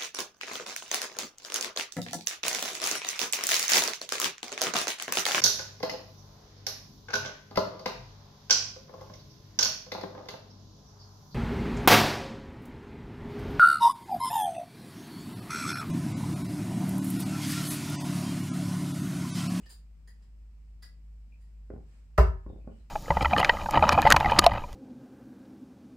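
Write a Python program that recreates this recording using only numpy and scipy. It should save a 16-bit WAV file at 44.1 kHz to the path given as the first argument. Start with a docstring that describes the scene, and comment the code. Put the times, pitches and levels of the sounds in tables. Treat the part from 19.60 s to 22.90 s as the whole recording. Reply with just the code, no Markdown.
"""Over a low steady hum and faint room tone, soft floor knocks, cloth rustle and dart clinks open the scene.
More clinks follow, then a whistle and a run of knocks; at 2.58 s a dart thuds into a fibre board on a wall.
More floor knocks, faint whistles and a rustle close it, all heard near by in a small quiet room.
Struck bodies are modal: forces or ticks excite decaying sines. The point's crack, whistles, cloth and air
are shaped noise; the hum is sines with narrow noise. A decaying-noise echo follows dart, knocks and clinks."""
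import sys
import numpy as np
from scipy import signal
from scipy.fft import rfft, irfft
from scipy.io import wavfile

SR = 44100
rng = np.random.default_rng(int(sys.argv[2]) if len(sys.argv) > 2 else 0)


def to_wav(s):
    """Save 16-bit WAV."""
    ch = np.atleast_2d(s).T  # columns
    pcm = np.round(np.clip(ch, -1, 1) * 32767)  # PCM
    wavfile.write(sys.argv[1], SR, pcm.astype(np.int16))


N = 145530
T = np.arange(N) / SR
HZ = np.fft.rfftfreq(N, 1 / SR)


def undb(db):
    """Decibel definition: 20 dB is a tenfold amplitude ratio."""
    return 10 ** (np.asarray(db) / 20)


def curve(table, hz):
    """Logarithmic frequency scale: interpolate (Hz, value) points evenly per octave."""
    points = np.array(table, float)
    return np.interp(np.log(np.maximum(hz, 1)), np.log(points[:, 0]), points[:, 1])


def unit(x):
    """Root-mean-square level: scale to an rms of one."""
    return x / np.sqrt(np.mean(x ** 2))


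# Stereo difference between the two ports: pitch_hz [Hz], side_minus_mid_db [dB]
PORT_SIDE = [(60, -12.5), (110, -19), (200, -5), (380, -6), (700, -0.5), (1290, -1.5), (2380, -1),
             (4400, 1), (8120, 0), (15000, -2)]


def wide(gain):
    """Diffuse-field coherence: noise of spectrum gain, alike at two ports in the bass, unrelated in the treble."""
    mid, side = rfft(rng.standard_normal((2, N))) * gain
    side = side * undb(curve(PORT_SIDE, HZ))
    return unit(irfft(np.array([mid + side, mid - side]), N))


def conv(a, b):
    """Linear superposition: convolve a source with a response, cut to the scene's length."""
    return signal.fftconvolve(np.atleast_2d(a), np.atleast_2d(b), axes=1)[:, :N]


def ring(modes, cycles=0.0087):
    """Modal decay: a one-second sum of fading sines, each with a build-up constant in cycles."""
    t = T[:SR]
    out = 0
    for hz, db, t60 in modes:
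        decay = undb(db - 60 * t / max(t60, .005))  # no fade is shorter than 5 ms
        build_up = 1 - np.exp(-t * hz / cycles)
        out = out + decay * np.sin(2 * np.pi * hz * t) * build_up
    return out


def push(start_s, length_s):
    """Contact impulse: a smooth sine-squared force of unit area."""
    u = (T - start_s) / max(length_s, 3 / SR)
    force = np.where((u > 0) & (u < 1), np.sin(np.pi * u) ** 2, 0)
    return force / force.sum()


# Reverberation time of the room: pitch_hz [Hz], t60_s [s]
ROOM_DECAY = [(60, 0.65), (300, 0.3), (1000, 0.33), (4000, .27), (15000, 0.22)]
ROOM_RISE_S = 0.0045


def room():
    """Reverberant decay: half-octave noise bands fade at their own rates, scaled to unit energy per port."""
    spectrum = rfft(wide(1))
    t = T[:SR]
    out = 0
    for hz in 40 * 2 ** np.arange(0, 9, .5):
        octaves = np.log2(np.maximum(HZ, 1) / hz)
        window = np.cos(np.pi * np.clip(octaves, -.5, .5)) ** 2
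        band = irfft(spectrum * window, N)[:, :SR]
        t60 = curve(ROOM_DECAY, hz)
        out = out + band * undb(-60 * t / t60) / np.sqrt(t60)  # equal energy whatever the fade
    out = out * np.minimum(t / ROOM_RISE_S, 1)
    return out / np.sqrt(np.sum(out ** 2) / 2)


# Room tone spectrum before the roll-off below 30 Hz: pitch_hz [Hz], relative_level_db [dB]
AIR_SPECTRUM = [(30, -8), (45, -3.5), (70, -6), (100, -14.5), (150, -19.5), (220, -23.5), (280, -28.5),
                (500, -36), (1000, -40.5), (1600, -44), (2500, -42), (3500, -50.5), (5200, -47),
                (6300, -53), (7600, -48), (9200, -54), (10200, -62), (13000, -54.5), (16000, -61)]
AIR_DB = -61.5  # rms


def air():
    """Stationary noise: steady room tone with a fixed spectrum."""
    roll_off = np.minimum(HZ / 30, 1) ** 2
    return undb(AIR_DB) * wide(undb(curve(AIR_SPECTRUM, HZ)) * roll_off)


# Partials of the machine hum: pitch_hz [Hz], level_db [dB rms], width_hz [Hz, half-width at half amplitude]
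HUM_PARTIALS = [(52.2, -48, 3.1), (156.7, -73, 3), (208, -78, 12)]
HUM_STEADY = 0.93  # share of the power in the pure tone
HUM_LAG_S = .00037  # the tone reaches the left port first


def hum():
    """Line broadening: each partial of a low machine hum joins a steady sine to wavering narrow noise."""
    lag = np.array([[0], [HUM_LAG_S]])
    out = 0
    for hz, db, width in HUM_PARTIALS:
        tone = np.sqrt(2 * HUM_STEADY) * np.sin(2 * np.pi * (hz * (T - lag) + rng.random()))
        waver = np.sqrt(1 - HUM_STEADY) * wide(1 / (1 + ((HZ - hz) / width) ** 2))
        out = out + undb(db) * (tone + waver)
    return out


# Swells of the cloth: middle_s [s], level_db [dB], half_length_s [s, to 1/e]
CLOTH_SWELLS = [(0.037, -66.5, 0.1), (0.637, -74.5, 0.042), (1.84, -92, 0.055), (2.347, -70.5, 0.101),
                (3.185, -73.5, 0.086)]
# Cloth noise spectrum: pitch_hz [Hz], relative_level_db [dB per Hz]
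CLOTH_SPECTRUM = [(100, 4), (300, -1), (800, -9.5), (2500, -10.5), (3700, -18), (5000, -16), (6300, -21.5),
                  (7800, -13.5), (10000, -26), (16000, -43)]


def rustle():
    """Friction noise: sleeve cloth brushes in soft Gaussian swells of broadband noise."""
    swell = sum(undb(db) * np.exp(-((T - middle) / half) ** 2) for middle, db, half in CLOTH_SWELLS)
    return swell * wide(undb(curve(CLOTH_SPECTRUM, HZ)))


# Faint short whistles: start_s [s], level_db [dB], fade_s [s, to 1/e], pitch_hz [Hz]
WHISTLES = [(1.72, -70, 0.057, 2490), (2.89, -78, 0.088, 3620), (3, -78.5, 0.12, 2470),
            (3.104, -80, 0.14, 2960), (3.196, -79, .04, 4020)]
WHISTLE_WIDTH_HZ, WHISTLE_RISE_S = 190, 0.0016


def pips():
    """Narrow-band noise: a small bandwidth makes wavering tones, which start sharply and fade."""
    out = 0
    for start, db, fade, hz in WHISTLES:
        rise = np.clip((T - start) / WHISTLE_RISE_S, 0, 1)
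        shape = rise * np.exp(-(np.maximum(T - start, 0) / fade) ** 2)
        out = out + undb(db) * shape * wide(np.exp(-((HZ - hz) / WHISTLE_WIDTH_HZ) ** 2))
    return out


# Touches of the spare darts: start_s [s], level_db [dB], rise_s [s], rattle_fade_s [s, to 1/e],
# low_pitch_hz [Hz], low_ring_db [dB], mid_rings_db [dB, added near 4.5 kHz], tilt_db [dB per octave about 4 kHz]
DART_TOUCHES = [(0.026, -71, 0.0038, 0.019, 2880, 12.5, -10, -4),
                (.059, -57, 0.00084, 0.0061, 1810, 1, -1.5, -5),
                (0.086, -55.5, 0.017, 0.021, 1786, -9, -1.5, 8),
                (0.474, -59, 0.0012, 0.012, 1950, 6.5, -5.5, 1),
                (0.621, -73, 0.0027, 0.01, 1920, -1, -1, -1),
                (1.221, -58, 0.0062, 0.012, 1645, 4, 2.5, 5.5),
                (1.224, -64, 0.0016, 0.021, 1965, 11.5, 5.5, -7),
                (1.791, -75, 0.022, 0.041, 1920, 5.5, -5.5, 5)]
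# Upper rings of barrels and shafts before the touch alters them:
# pitch_hz [Hz], relative_level_db [dB], t60_s [s, at least 0.005 when played]
DART_RINGS = [(3350, -7.5, 0.01), (4030, -9.5, 0.016), (4290, -11, 0.0087), (4760, 7, 0.011),
              (5070, 3, 0.0088), (6300, -6, 0.0055), (7320, 3.5, 0.0059), (8950, 2.5, 0.0056),
              (9600, -7, 0.0027), (11840, -11, 0.0034), (13400, -19, 0.0039), (14600, -12, 0.0032)]
CLINK_LOW_T60_S, CLINK_DETUNE = .028, 0.014  # detune: spread of the pitch ratio
CLINK_GRAIN_DB = 4  # spread of the tick levels
CLINK_SCUFF_DB, CLINK_WET_DB = -14, 3.5  # bare ticks; echo


def clinks(echo):
    """Modal excitation: runs of tiny ticks are heard bare and through the rings of darts held in a hand."""
    n = int(.15 * SR)
    t = T[:n]
    dry = np.zeros((1, N))
    for start, db, rise, fade, low_hz, low_db, mid_db, tilt in DART_TOUCHES:
        shape = np.minimum(t / rise, 1) * np.exp(-np.maximum(t - rise, 0) / fade)
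        ticks = rng.standard_normal(n) * undb(CLINK_GRAIN_DB * rng.standard_normal(n)) * shape
        detune = 1 + CLINK_DETUNE * rng.standard_normal(len(DART_RINGS))
        modes = [(low_hz, low_db, CLINK_LOW_T60_S)]
        for (hz, ring_db, t60), ratio in zip(DART_RINGS, detune):
            near_mid = abs(np.log2(hz / 4500)) < 1 / 3  # octaves
            touched_db = ring_db + tilt * np.log2(hz / 4000) + mid_db * near_mid
            modes.append((hz * ratio, touched_db, t60))
        body = ring(modes)[:n]
        body[1:3] += undb(CLINK_SCUFF_DB) * np.array([1, -.5])  # passes the ticks bare
        clink = signal.fftconvolve(ticks / np.linalg.norm(ticks), body)
        k = int(start * SR)
        dry[0, k:k + len(clink)] += undb(db) * clink
    return dry + undb(CLINK_WET_DB) * conv(dry, echo)


# Blows on the floor: start_s [s], level_db [dB, before KNOCK_DB], contact_s [s],
# boom_db [dB, joist push relative to level_db]
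FLOOR_BLOWS = [(.003, -53.5, 0.00076, 2), (.06, -59, 0.0012, 0), (2.1, -33.5, .0006, -10),
               (2.134, -39.5, 0.00088, -2), (2.159, -44.5, 0.0007, -1), (2.175, -44, 0.0014, 3),
               (2.201, -58, 0.00051, -4), (2.861, -37.5, 0.00071, -4), (2.897, -39, 0.0011, -3),
               (2.929, -42.5, 0.0014, -3), (2.958, -46.5, 0.00092, -0.5), (2.985, -52, 0.0011, 3),
               (3.042, -51.5, .0007, 0), (3.072, -36.5, 0.00079, -12), (3.109, -49.5, 0.00073, 5.5),
               (3.149, -58.5, 0.0011, 5)]
# Modes of the floor boards: pitch_hz [Hz], relative_level_db [dB], t60_s [s]
FLOOR_MODES = [(245.4, 0.5, 0.028), (324, -4.5, 0.021), (387, 3.5, 0.02), (546, 4, 0.013),
               (760, -10, 0.032), (1058, -12, 0.042), (1400, -9, 0.0095), (2016, -12.5, 0.0078)]
# Modes of the joists: pitch_hz [Hz], relative_level_db [dB], t60_s [s]
JOIST_MODES = [(59.4, -6.5, 0.13), (88, -4, 0.18), (151.3, -0.5, 0.067)]
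KNOCK_DB, KNOCK_WET_DB = -6.5, -1  # force on the boards; echo
KNOCK_SPREAD_S = 0.0032  # from the start to the peak of the crunch


def knocks(echo):
    """Forced vibration: a push inside an uneven crunch rings the floor boards; a slower one shakes the joists."""
    force = boom = 0
    for start, db, contact, boom_db in FLOOR_BLOWS:
        u = np.maximum(T - start, 0) / KNOCK_SPREAD_S
        rough = u * np.exp(-u) * rng.standard_normal(N)
        crunch = conv(rough, push(0, contact)[:400])  # longer contact dulls the crunch
        crunch = crunch / np.linalg.norm(crunch) / np.sqrt(contact * SR)
        firm = push(start + KNOCK_SPREAD_S, contact)
        force = force + undb(db + KNOCK_DB) * (crunch + firm)
        boom = boom + undb(db + boom_db) * push(start, 2 * KNOCK_SPREAD_S)
    dry = conv(force, ring(FLOOR_MODES)) + conv(boom, ring(JOIST_MODES))
    return dry + undb(KNOCK_WET_DB) * conv(dry, echo)


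# Crack of the point in the fibres: pitch_hz [Hz], relative_level_db [dB]
TIP_SPECTRUM = [(300, -30), (700, -15.5), (1400, 0), (2000, -5), (2500, -12), (3500, -21), (4500, -20.5),
                (8500, -25.5), (11000, -36), (13000, -33.5), (15200, -27), (16000, -41.5)]
# Modes of the board and its mount: pitch_hz [Hz], relative_level_db [dB], t60_s [s]
BOARD_MODES = [(335, -18.5, 0.1), (381, -11.5, 0.3), (426.6, -1.5, 0.1), (604.6, 2, 0.069),
               (639.5, -8, 0.13), (788, -6.5, 0.083), (941, -26.5, 0.44), (1004, -10, 0.12),
               (1054, -10, .12), (1246, -1, 0.04), (1315, -27.5, 0.42), (1326, -2, 0.053),
               (1491, -12.5, 0.062), (1560, -25, 0.36), (1721, -27, 0.53), (1917, -4, 0.027)]
# Modes of the wall panel: pitch_hz [Hz], relative_level_db [dB], t60_s [s]
WALL_MODES = [(50.3, -16.5, 1), (58.3, 2.5, 0.29), (66, -4.5, 0.25), (76.4, -14.5, 0.62), (104, -8, .12),
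              (125, -14, .12), (136, -7.5, .15), (162.9, -21.5, 0.38), (208.8, -27, 0.27)]
TIP_S, BOARD_S, WALL_S = 2.5775, 2.5805, 2.5815  # point bites, board gives, wall moves
TIP_DB, BOARD_DB, WALL_DB = -17, -12.5, -9
TIP_WET_DB, BOARD_WET_DB, WALL_WET_DB = 2, -5, -9  # sent to the echo
TIP_RISE_S, TIP_T60_S = 0.0044, .024
BOARD_PUSH_S, WALL_PUSH_S = 0.00045, 0.0041
BOARD_RISE_CYCLES, WALL_RISE_CYCLES = 2.4, .4  # build-up constants of the rings


def dart(echo):
    """Impact coupling: the point cracks into the fibres, the board rings, then the wall booms."""
    t = T - TIP_S
    tip_shape = undb(TIP_DB - 60 * np.maximum(t, 0) / TIP_T60_S) * np.clip(t / TIP_RISE_S, 0, 1)
    tip = wide(undb(curve(TIP_SPECTRUM, HZ))) * tip_shape
    board = undb(BOARD_DB) * conv(push(BOARD_S, BOARD_PUSH_S), ring(BOARD_MODES, BOARD_RISE_CYCLES))
    wall = undb(WALL_DB) * conv(push(WALL_S, WALL_PUSH_S), ring(WALL_MODES, WALL_RISE_CYCLES))
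    wet = undb(TIP_WET_DB) * tip[0] + undb(BOARD_WET_DB) * board + undb(WALL_WET_DB) * wall
    return tip + board + wall + conv(wet, echo)


def scene():
    """Superposition: the pressures of all sources add, and one room echo serves the struck ones."""
    echo = room()
    background = air() + hum() + rustle() + pips()
    return background + clinks(echo) + knocks(echo) + dart(echo)


LOW_CUT_HZ, TOP_HZ = 40, 15700


def record(dry):
    """Band limiting: the recorder thins the deep bass and cuts the top."""
    high_pass = signal.butter(4, LOW_CUT_HZ, "high", fs=SR, output="sos")
    low_pass = signal.ellip(8, .2, 70, TOP_HZ, fs=SR, output="sos")  # ripple and stop-band depth in dB
    return signal.sosfilt(low_pass, signal.sosfilt(high_pass, dry))


dry = scene()
out = record(dry)
to_wav(out)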